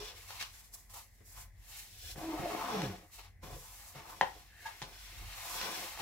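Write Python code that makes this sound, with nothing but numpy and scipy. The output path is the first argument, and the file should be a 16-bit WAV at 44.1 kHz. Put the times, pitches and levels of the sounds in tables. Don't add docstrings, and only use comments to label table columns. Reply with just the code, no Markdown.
import sys
import numpy as np
from scipy import signal
from scipy.fft import rfft, irfft
from scipy.io import wavfile

SR = 44100
rng = np.random.default_rng(int(sys.argv[2]) if len(sys.argv) > 2 else 0)


def int16_out(signal):
    q = np.round(np.clip(np.atleast_2d(signal).T, -1, 1) * 32767)
    wavfile.write(sys.argv[1], SR, q.astype(np.int16))


N = 265041
TIME = np.arange(N) / SR
FREQ = np.maximum(np.arange(N // 2 + 1) * SR / N, 1)


def from_db(db):
    return 10 ** (np.asarray(db) / 20)


def rms_one(x):
    return x / np.sqrt(np.mean(x ** 2) + 1e-20)


def in_time(rows):
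    times, *columns = np.transpose(rows)
    return [np.interp(TIME, times, column) for column in columns]


def over_hz(points):
    hz, value = np.transpose(points)
    return np.interp(np.log(FREQ), np.log(hz), value)


def drift(rate):
    knots = rng.standard_normal(N // 8)
    return np.interp(TIME * rate, np.arange(len(knots)), knots) / np.sqrt(2 / 3)


def strike(start, t60):
    return (TIME >= start) * from_db(-60 * np.clip((TIME - start) / t60, 0, 4))


# (frequency [Hz], left minus right [dB])
LEFT_RIGHT_BALANCE = [(100, 0.5), (400, .3), (900, 2.1), (2200, 2), (5000, 0.8), (9000, 0), (16000, -1.3)]
LEFT_LEAD_S = 5.5e-5


def at_microphones(spectra):
    sides = np.array([[.5], [-.5]])
    loudness = from_db(sides * over_hz(LEFT_RIGHT_BALANCE))
    lead = np.exp(2j * np.pi * FREQ * LEFT_LEAD_S * sides)
    return irfft(spectra * loudness * lead, N)


# (frequency [Hz], likeness [0 to 1])
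SOURCE_LIKENESS = [(50, 0.95), (350, 0.73), (900, 0.6), (2000, 0.42), (4500, 0.066), (10000, 0.02)]


def noise(colour, strength=1, body=1, likeness=SOURCE_LIKENESS):
    mid, side = rfft(rng.standard_normal((2, N)) * strength)
    alike = np.clip(over_hz(likeness), 0, 1)
    pair = np.sqrt(1 + alike) * mid + np.sqrt(1 - alike) * side * [[1], [-1]]
    return rms_one(at_microphones(pair * from_db(over_hz(colour)) * body))


def interference(depth_db, spacing_hz):
    knots = rng.standard_normal(N // 32)
    return from_db(depth_db * np.interp(FREQ / spacing_hz, np.arange(len(knots)), knots))


def moving_noise(colour, strength, body, ripple_db, ripple_hz):
    here = noise(colour, strength, body * interference(ripple_db, ripple_hz))
    there = noise(colour, strength, body * interference(ripple_db, ripple_hz))
    place = 2 * np.pi * 0.7085 * TIME
    return np.cos(place) * here + np.sin(place) * there


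# (frequency [Hz], width [Hz], strength [dB])
SHEET_RESONANCES = [(143, 11, 9.5), (196.6, 17, 5.5), (327.6, 41, 5.5), (422, 35, 4.5), (529.6, 39, 6),
                    (717, 61, 2), (815, 16, 4.5), (894, 64, 0.5), (1022, 79, -1), (1140, 100, -5)]


def sheet_body(between_db):
    power = from_db(between_db) ** 2
    for hz, width, db in SHEET_RESONANCES:
        power = power + from_db(db) ** 2 / (1 + ((FREQ - hz) / (width / 2)) ** 2) ** 2
    return np.sqrt(power)


# (frequency [Hz], relative level [dB per Hz])
RUMBLE_COLOUR = [(15, -60), (24, -34), (33, -13.5), (44, 4.5), (65, -11.5), (95, -3.5), (130, -22.5),
                 (200, -25.5), (400, -52.5)]
# (frequency [Hz], relative level [dB per Hz])
AIR_COLOUR = [(100, -1.5), (220, 4.5), (350, -0.5), (800, 0), (1350, -12), (1700, 2.5), (2000, 8),
              (2400, -1.5), (3200, -27), (7000, -59), (9000, -22), (12000, -17), (16000, -26)]
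# (time [s], half length [s], level [dB])
AIR_WAFTS = [(0.357, 0.022, -58.5), (2.113, 0.14, -56), (2.89, 0.053, -55), (3.538, 0.052, -52),
             (5.237, .055, -48.5)]
RUMBLE_DB, RUMBLE_WANDER_DB = -59.5, 1.65


def background():
    waft_power = 0
    for middle, half_length, db in AIR_WAFTS:
        waft_power = waft_power + from_db(db) ** 2 / (1 + ((TIME - middle) / half_length) ** 4)
    still_gain = from_db(RUMBLE_DB + RUMBLE_WANDER_DB * drift(6.5))
    rumble_gain = np.sqrt(still_gain ** 2 + waft_power)
    return rumble_gain * noise(RUMBLE_COLOUR) + from_db(-72.5) * noise(AIR_COLOUR)


SWELL_DB, SWELL_CURVE = 22.5, 1.04


def swell(start, rise, hold, fall):
    before = np.maximum((start + rise - TIME) / rise, 0)
    after = np.maximum((TIME - start - rise - hold) / fall, 0)
    return from_db(-SWELL_DB * np.minimum(before + after, 10) ** SWELL_CURVE)


# (start [s], rise [s], hold [s], fall [s], level [dB], on wood [dB], flex [dB], film hiss [dB], lightness [dB])
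SHORT_BRUSHES = [(0.0, 0.0017, 0.085, 0.14, -49, -8, -18, -6.5, 3.5),
                 (0.139, 0.028, 0.061, 0.34, -57, -9.5, -21, 1, -2),
                 (0.253, 0.035, 0.083, 0.3, -52.5, -12, -20.5, -0.5, 3),
                 (0.384, 0.019, 0.014, 0.08, -42.5, -13, -41, -6.5, 2.5),
                 (0.457, 0.088, 0.056, 0.09, -61, -11, -16, 4, -4),
                 (0.61, 0.036, 0.0088, 0.11, -68.5, -5, -13, 11.5, -1),
                 (0.732, .007, .011, 0.019, -62.5, -16, -14, 17, -6),
                 (0.708, 0.023, 0.038, 0.2, -67, -2.5, -6, 11.5, 0),
                 (0.888, .012, .03, .05, -65.5, 0, -16, 9.5, 5),
                 (0.926, .015, 0.05, 0.096, -57, 0.5, -15.5, 8, 2),
                 (0.998, 0.069, .16, .1, -78, -14, -16, 8.5, 5),
                 (1.226, 0.038, 0.082, .1, -70, -12, -5, 13, -6),
                 (1.282, .09, 0.05, 0.076, -57, -3, -18, 4.5, -6),
                 (1.563, 0.16, 0.012, 0.19, -56.5, -8, -17.5, 4.5, 1),
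                 (1.668, .11, 0.021, 0.2, -53.5, -15, -28, 3.5, 1),
                 (1.79, 0.32, 0.0048, 0.058, -49.5, -19, -15, 2.5, 7),
                 (3.089, 0.046, .025, 0.13, -58.5, -9, -19, 6, 5),
                 (3.172, .018, .004, 0.069, -51.5, -4.5, -12, -11, 1),
                 (3.192, 0.043, 0.028, 0.083, -61, -5, -10, -8, 0),
                 (3.415, 0.019, 0.11, 0.063, -55.5, -1.5, 0, -2, -4),
                 (3.443, 0.12, 0.33, .25, -60.5, -3, -17, 6.5, -1.5),
                 (3.933, 0.022, 0.024, 0.22, -52, -1.5, -3.5, -11, -5),
                 (3.976, 0.12, 0.023, 0.12, -56.5, 4.5, -4, 1.5, -3.5),
                 (4.094, 0.071, 0.23, 0.3, -59.5, -7, -7.5, -1.5, 0),
                 (4.457, 0.17, 0.21, .1, -56, -12.5, -16, -3, -4.5),
                 (4.635, 0.027, 0.011, 0.093, -48, -4, -15.5, -11, -4)]


def brushes():
    for start, rise, hold, fall, level_db, wood_db, flex_db, hiss_db, lightness_db in SHORT_BRUSHES:
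        loudness = from_db(level_db) * swell(start, rise, hold, fall)
        yield np.outer(from_db([flex_db, wood_db, 0, hiss_db]), loudness), lightness_db


def pull(rows, flex_db, wood_db, film_db, hiss_db, lightness_db, fade_s):
    contact = np.clip(1 + np.minimum(TIME - rows[0][0], rows[-1][0] - TIME) / fade_s, 0, 1)
    shifts_db = [[flex_db], [wood_db], [film_db], [hiss_db]]
    return contact * from_db(np.array(in_time(rows)) + shifts_db), lightness_db


# (time [s], flexing level [dB], on wood level [dB], on film level [dB], film hiss level [dB])
PULL_OVER_EDGE = [(2.14, -81.5, -83, -72, -60), (2.156, -62, -68, -62, -62),
                  (2.184, -49.5, -53.5, -55, -54), (2.268, -56.5, -53.5, -53.5, -57.5),
                  (2.438, -46, -46, -52, -57.5), (2.484, -59, -55, -50.5, -53.5),
                  (2.506, -44, -43.5, -48, -53.5), (2.68, -52.5, -41, -49, -62.5),
                  (2.744, -45, -41.5, -44.5, -60), (2.85, -51.5, -50, -48, -55.5),
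                  (3.05, -70, -69, -68.5, -70), (3.1, -82, -76, -85, -69)]
PULL_FROM_UNDER = [(4.88, -63.5, -60, -63, -64), (4.942, -67, -66, -60.5, -63),
                   (4.986, -79, -68.5, -58, -60), (5.24, -68.5, -61.5, -56.5, -59.5),
                   (5.398, -76, -55.5, -52, -53), (5.546, -58.5, -46.5, -48, -45),
                   (5.596, -56, -45.5, -43, -49), (5.706, -49.5, -44, -45.5, -51),
                   (5.764, -55, -49.5, -46.5, -50.5), (5.836, -54, -51, -48, -48.5),
                   (5.962, -77, -58, -54, -56), (6.01, -44, -46.5, -47, -52)]


def friction():
    moves = [*brushes(),
             pull(PULL_OVER_EDGE, flex_db=4.0, wood_db=1.5, film_db=2.5, hiss_db=1.5,
                  lightness_db=-5.0, fade_s=0.009),
             pull(PULL_FROM_UNDER, flex_db=2.0, wood_db=0.8, film_db=3.0, hiss_db=3.4,
                  lightness_db=-1.5, fade_s=0.039)]
    power = sum(gains ** 2 for gains, _ in moves) + 1e-18
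    lightness_db = sum(gains[2] ** 2 * db for gains, db in moves) / power[2]
    return *np.sqrt(power), lightness_db


def slips(grain_db, per_s, clump_db):
    return from_db(grain_db * drift(per_s) + clump_db * drift(70))


# (frequency [Hz], relative level [dB per Hz])
FLEX_COLOUR = [(60, -49), (130, -11), (220, -4.5), (420, -3.5), (560, -5), (750, 3), (1400, -64)]
RUB_COLOUR = [(350, -30), (560, -1.5), (700, 2.5), (1150, 6.5), (1400, 1), (2200, -16.5)]
RASP_COLOUR = [(800, -41), (1250, -12), (1550, -1), (2000, -1), (2550, -1.5), (3300, -1), (5000, -3),
               (6500, -8), (10000, -24)]
HISS_COLOUR = [(2000, -50), (4000, -5.5), (5800, -1.5), (7500, 1), (9000, -4), (11500, 0), (14000, -2.5),
               (16000, -4.5)]


def sliding(flex_gain, rub_gain, rasp_gain, hiss_gain, lightness_db):
    body = sheet_body(between_db=-4)
    flex_slips = slips(grain_db=3, per_s=370, clump_db=1.5)
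    flex = flex_gain * noise(FLEX_COLOUR, flex_slips, body)
    rub_slips = slips(grain_db=1.5, per_s=640, clump_db=2.0)
    rub = rub_gain * moving_noise(RUB_COLOUR, rub_slips, body, ripple_db=2.5, ripple_hz=35.07)
    rasp_slips = slips(grain_db=0.5, per_s=1700, clump_db=0.88)
    rasp = rasp_gain * moving_noise(RASP_COLOUR, rasp_slips, 1, ripple_db=4.0, ripple_hz=70.3)
    upper = irfft(rfft(rasp) / (1 + (2500 / FREQ) ** 8), N)
    upper_gain = from_db(lightness_db)
    rasp = (rasp + (upper_gain - 1) * upper) / np.sqrt((1 + upper_gain ** 2) / 2)
    hiss_slips = slips(grain_db=0.5, per_s=2800, clump_db=0.8)
    hiss = hiss_gain * noise(HISS_COLOUR, hiss_slips, interference(depth_db=1.7, spacing_hz=91))
    return flex + rub + rasp + hiss


# (frequency [Hz], relative level [dB per Hz])
CRACK_COLOUR = [(300, -60), (1000, 10.5), (2200, 9), (4000, 13), (6000, 9), (9000, -1), (16000, -15)]


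def crinkles(rasp_gain, per_s, size_db, spread_db, t60):
    random_db = spread_db * np.minimum(rng.exponential(1, N), 3)
    sizes = rasp_gain * from_db(size_db + random_db)
    clicks = sizes * (rng.random(N) < per_s / SR) + 1e-18
    decay = np.exp(-np.log(1000) / (t60 * SR))
    return signal.lfilter([1], [1, -decay], clicks) * noise(CRACK_COLOUR)


# (time [s], half length [s], pitch [Hz], level [dB], pitch spread [Hz])
FILM_SQUEAKS = [(0.005, 0.018, 419, -52.5, 34), (0.09, 0.077, 474, -66.5, 50.7),
                (0.35, 0.055, 1030, -59.5, 125), (2.074, 0.031, 1710, -68, 104),
                (2.462, 0.009, 690, -36, 25.9), (3.57, 0.0048, 480, -53, 29.4),
                (4.608, .075, 1733, -63, 117.5), (4.665, 0.006, 893, -41.5, 25.2),
                (4.667, 0.01, 1670, -45.5, 35.3)]


def squeaks(flutter_db):
    out = np.zeros(N)
    for middle, half_length, hz, level_db, width in FILM_SQUEAKS:
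        phase = 2 * np.pi * np.cumsum(hz + width * drift(600)) / SR
        bell = np.exp(-.5 * np.minimum(((TIME - middle) / half_length) ** 2, 100))
        gain = from_db(level_db + flutter_db * drift(300)) * bell
        out += np.sqrt(2) * gain * np.sin(phase)
    return out


# (time [s], level [dB], crack relative to the ring, before an 8 dB cut [dB])
BUCKLES = [(0.306, -39, 3), (0.411, -49, 22.5), (0.425, -51, 24), (0.8975, -64, 0), (0.94, -58, -9),
           (2.159, -44.5, -14), (2.434, -37, -18), (2.818, -29, 0), (4.2111, -12, -17.5),
           (4.2122, -22, -15), (4.2163, -25, -25), (4.818, -35, 1.5), (4.824, -35, 4), (5.613, -38.5, 11),
           (5.975, -39.5, -9), (6.0, -39, -17)]
# (frequency [Hz], level [dB], time to fall 60 dB [s])
BUCKLE_RING = [(420, -35, 0.05), (543, -19, 0.092), (798, -21, 0.015), (879, -5.5, 0.029),
               (1008, -11.5, 0.021), (1407, -9, 0.011), (1680, -12.5, 0.017), (1846, -7, 0.016),
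               (2520, -40, 0.0076), (3124, -19.5, 0.034)]


def snaps(crack_t60, soft_hz, low_cut_hz):
    clicks, crack, rings = np.full(N, 1e-18), 0, 0
    for start, level_db, crack_db in BUCKLES:
        clicks[round(start * SR)] = -from_db(level_db)
        crack = crack + from_db(level_db + crack_db - 8.0) * strike(start, crack_t60)
    for hz, level_db, t60 in BUCKLE_RING:
        decay = np.exp(-np.log(1000) / (t60 * SR))
        turn = 2 * np.pi * hz / SR
        ring = signal.lfilter([0, np.sin(turn)], [1, -2 * decay * np.cos(turn), decay * decay], clicks)
        rings = rings + from_db(level_db) * ring
    band = signal.butter(2, [low_cut_hz, soft_hz], "band", fs=SR, output="sos")
    rings = signal.sosfilt(band, rings)
    return at_microphones(rfft(rings)) + crack * noise(CRACK_COLOUR)


# (time [s], level [dB], time to fall 60 dB [s])
TABLE_PATS = [(1.206, -57, 0.19), (2.159, -48.5, .1), (2.18, -45.5, .1), (2.395, -38, .15),
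              (2.432, -41, .1), (3.43, -49, 0.26), (3.524, -51.5, 0.32), (3.956, -52, 0.22),
              (4.214, -45, 0.2), (4.816, -48, 0.25), (6.0, -49, 0.09)]
# (frequency [Hz], relative level [dB per Hz])
PAT_COLOUR = [(50, -4), (130, 4), (250, -4.5), (450, -7), (800, -19), (1500, -15.5), (5000, -43)]


def pats():
    loudness = sum(from_db(level_db) * strike(start, t60) for start, level_db, t60 in TABLE_PATS)
    return loudness * noise(PAT_COLOUR, body=sheet_body(between_db=-3))


# (start [s], rise [s], hold [s], fall [s], slip rate [Hz], glide [Hz per s], level [dB], roughness [dB])
EDGE_GROANS = [(2.197, 0.036, 0.075, 0.052, 309.4, 159.5, -40, -20),
               (2.318, 0.014, 0.027, 0.096, 312.4, -100, -42, -12),
               (2.4, 0.035, 0.013, 0.2, 365.2, -450, -46.5, -4),
               (2.644, .14, 0.053, 0.12, 284, -720, -38.5, -7.5),
               (2.687, .05, 0.12, 0.06, 433, -110, -45.5, -19),
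               (2.8, 0.068, .03, 0.12, 208.2, -150, -47, -12)]
SLOWEST_SLIP_HZ, OVERTONE_FLUTTER_DB = 90.8, 4


def groans(jitter, flutter_db, second_db, third_db):
    wave, jolting = 0, 0
    for start, rise, hold, fall, hz, glide, level_db, rough_db in EDGE_GROANS:
        rate = np.maximum(hz + glide * (TIME - start), SLOWEST_SLIP_HZ)
        phase = 2 * np.pi * np.cumsum(rate * (1 + jitter * drift(150))) / SR
        gain = from_db(level_db + flutter_db * drift(90)) * swell(start, rise, hold, fall)
        second_gain = from_db(second_db + OVERTONE_FLUTTER_DB * drift(40))
        third_gain = from_db(third_db + OVERTONE_FLUTTER_DB * drift(40))
        tone = np.sin(phase) + second_gain * np.sin(2 * phase) + third_gain * np.sin(3 * phase)
        wave = wave + gain * tone
        jolting = jolting + gain * from_db(rough_db) * np.maximum(np.cos(phase), 0) ** 2
    jolt_level = np.sqrt(np.mean(jolting ** 2) * 16 / 3)
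    jolts = jolt_level * noise(FLEX_COLOUR, jolting, sheet_body(between_db=-18))
    return np.sqrt(2) * wave + jolts


# (frequency [Hz], relative level [dB])
ROOM_COLOUR = [(80, 11), (300, -3.5), (850, -4.5), (1300, -2.5), (1850, -10), (2600, -2), (4000, -6.5),
               (8000, -7), (16000, -7.5)]
# (frequency [Hz], likeness [0 to 1])
ECHO_LIKENESS = [(100, 0.65), (400, 0.91), (900, 0.015), (2000, 0.36), (10000, 0.48)]


def room(x, t60, wet_db, ceiling_s, ceiling_db):
    envelope = strike(0.0037, t60) + from_db(ceiling_db) * strike(ceiling_s, t60 / 3)
    response = (noise(ROOM_COLOUR, likeness=ECHO_LIKENESS) * envelope)[:, :SR // 2]
    response /= np.sqrt(np.mean(np.sum(response ** 2, axis=1)))
    return from_db(wet_db) * signal.fftconvolve(x, response, axes=1)[:, :N]


def scene():
    flex, rub, rasp, hiss, lightness_db = friction()
    slides = sliding(flex, rub, rasp, hiss, lightness_db)
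    sharp = crinkles(rasp, per_s=40, size_db=-8, spread_db=1.5, t60=0.0096)
    sharp = sharp + at_microphones(rfft(squeaks(flutter_db=3.0)))
    sharp = sharp + snaps(crack_t60=0.034, soft_hz=3980, low_cut_hz=560)
    edge = groans(jitter=0.04, flutter_db=2.2, second_db=-10.5, third_db=-19)
    echoes = room(sharp, t60=0.25, wet_db=-4, ceiling_s=0.015, ceiling_db=-15)
    return background() + slides + sharp + pats() + edge + echoes


def record(dry):
    return signal.sosfilt(signal.ellip(12, .1, 80, 15750, fs=SR, output="sos"), dry)


dry = scene()
out = record(dry)
int16_out(out)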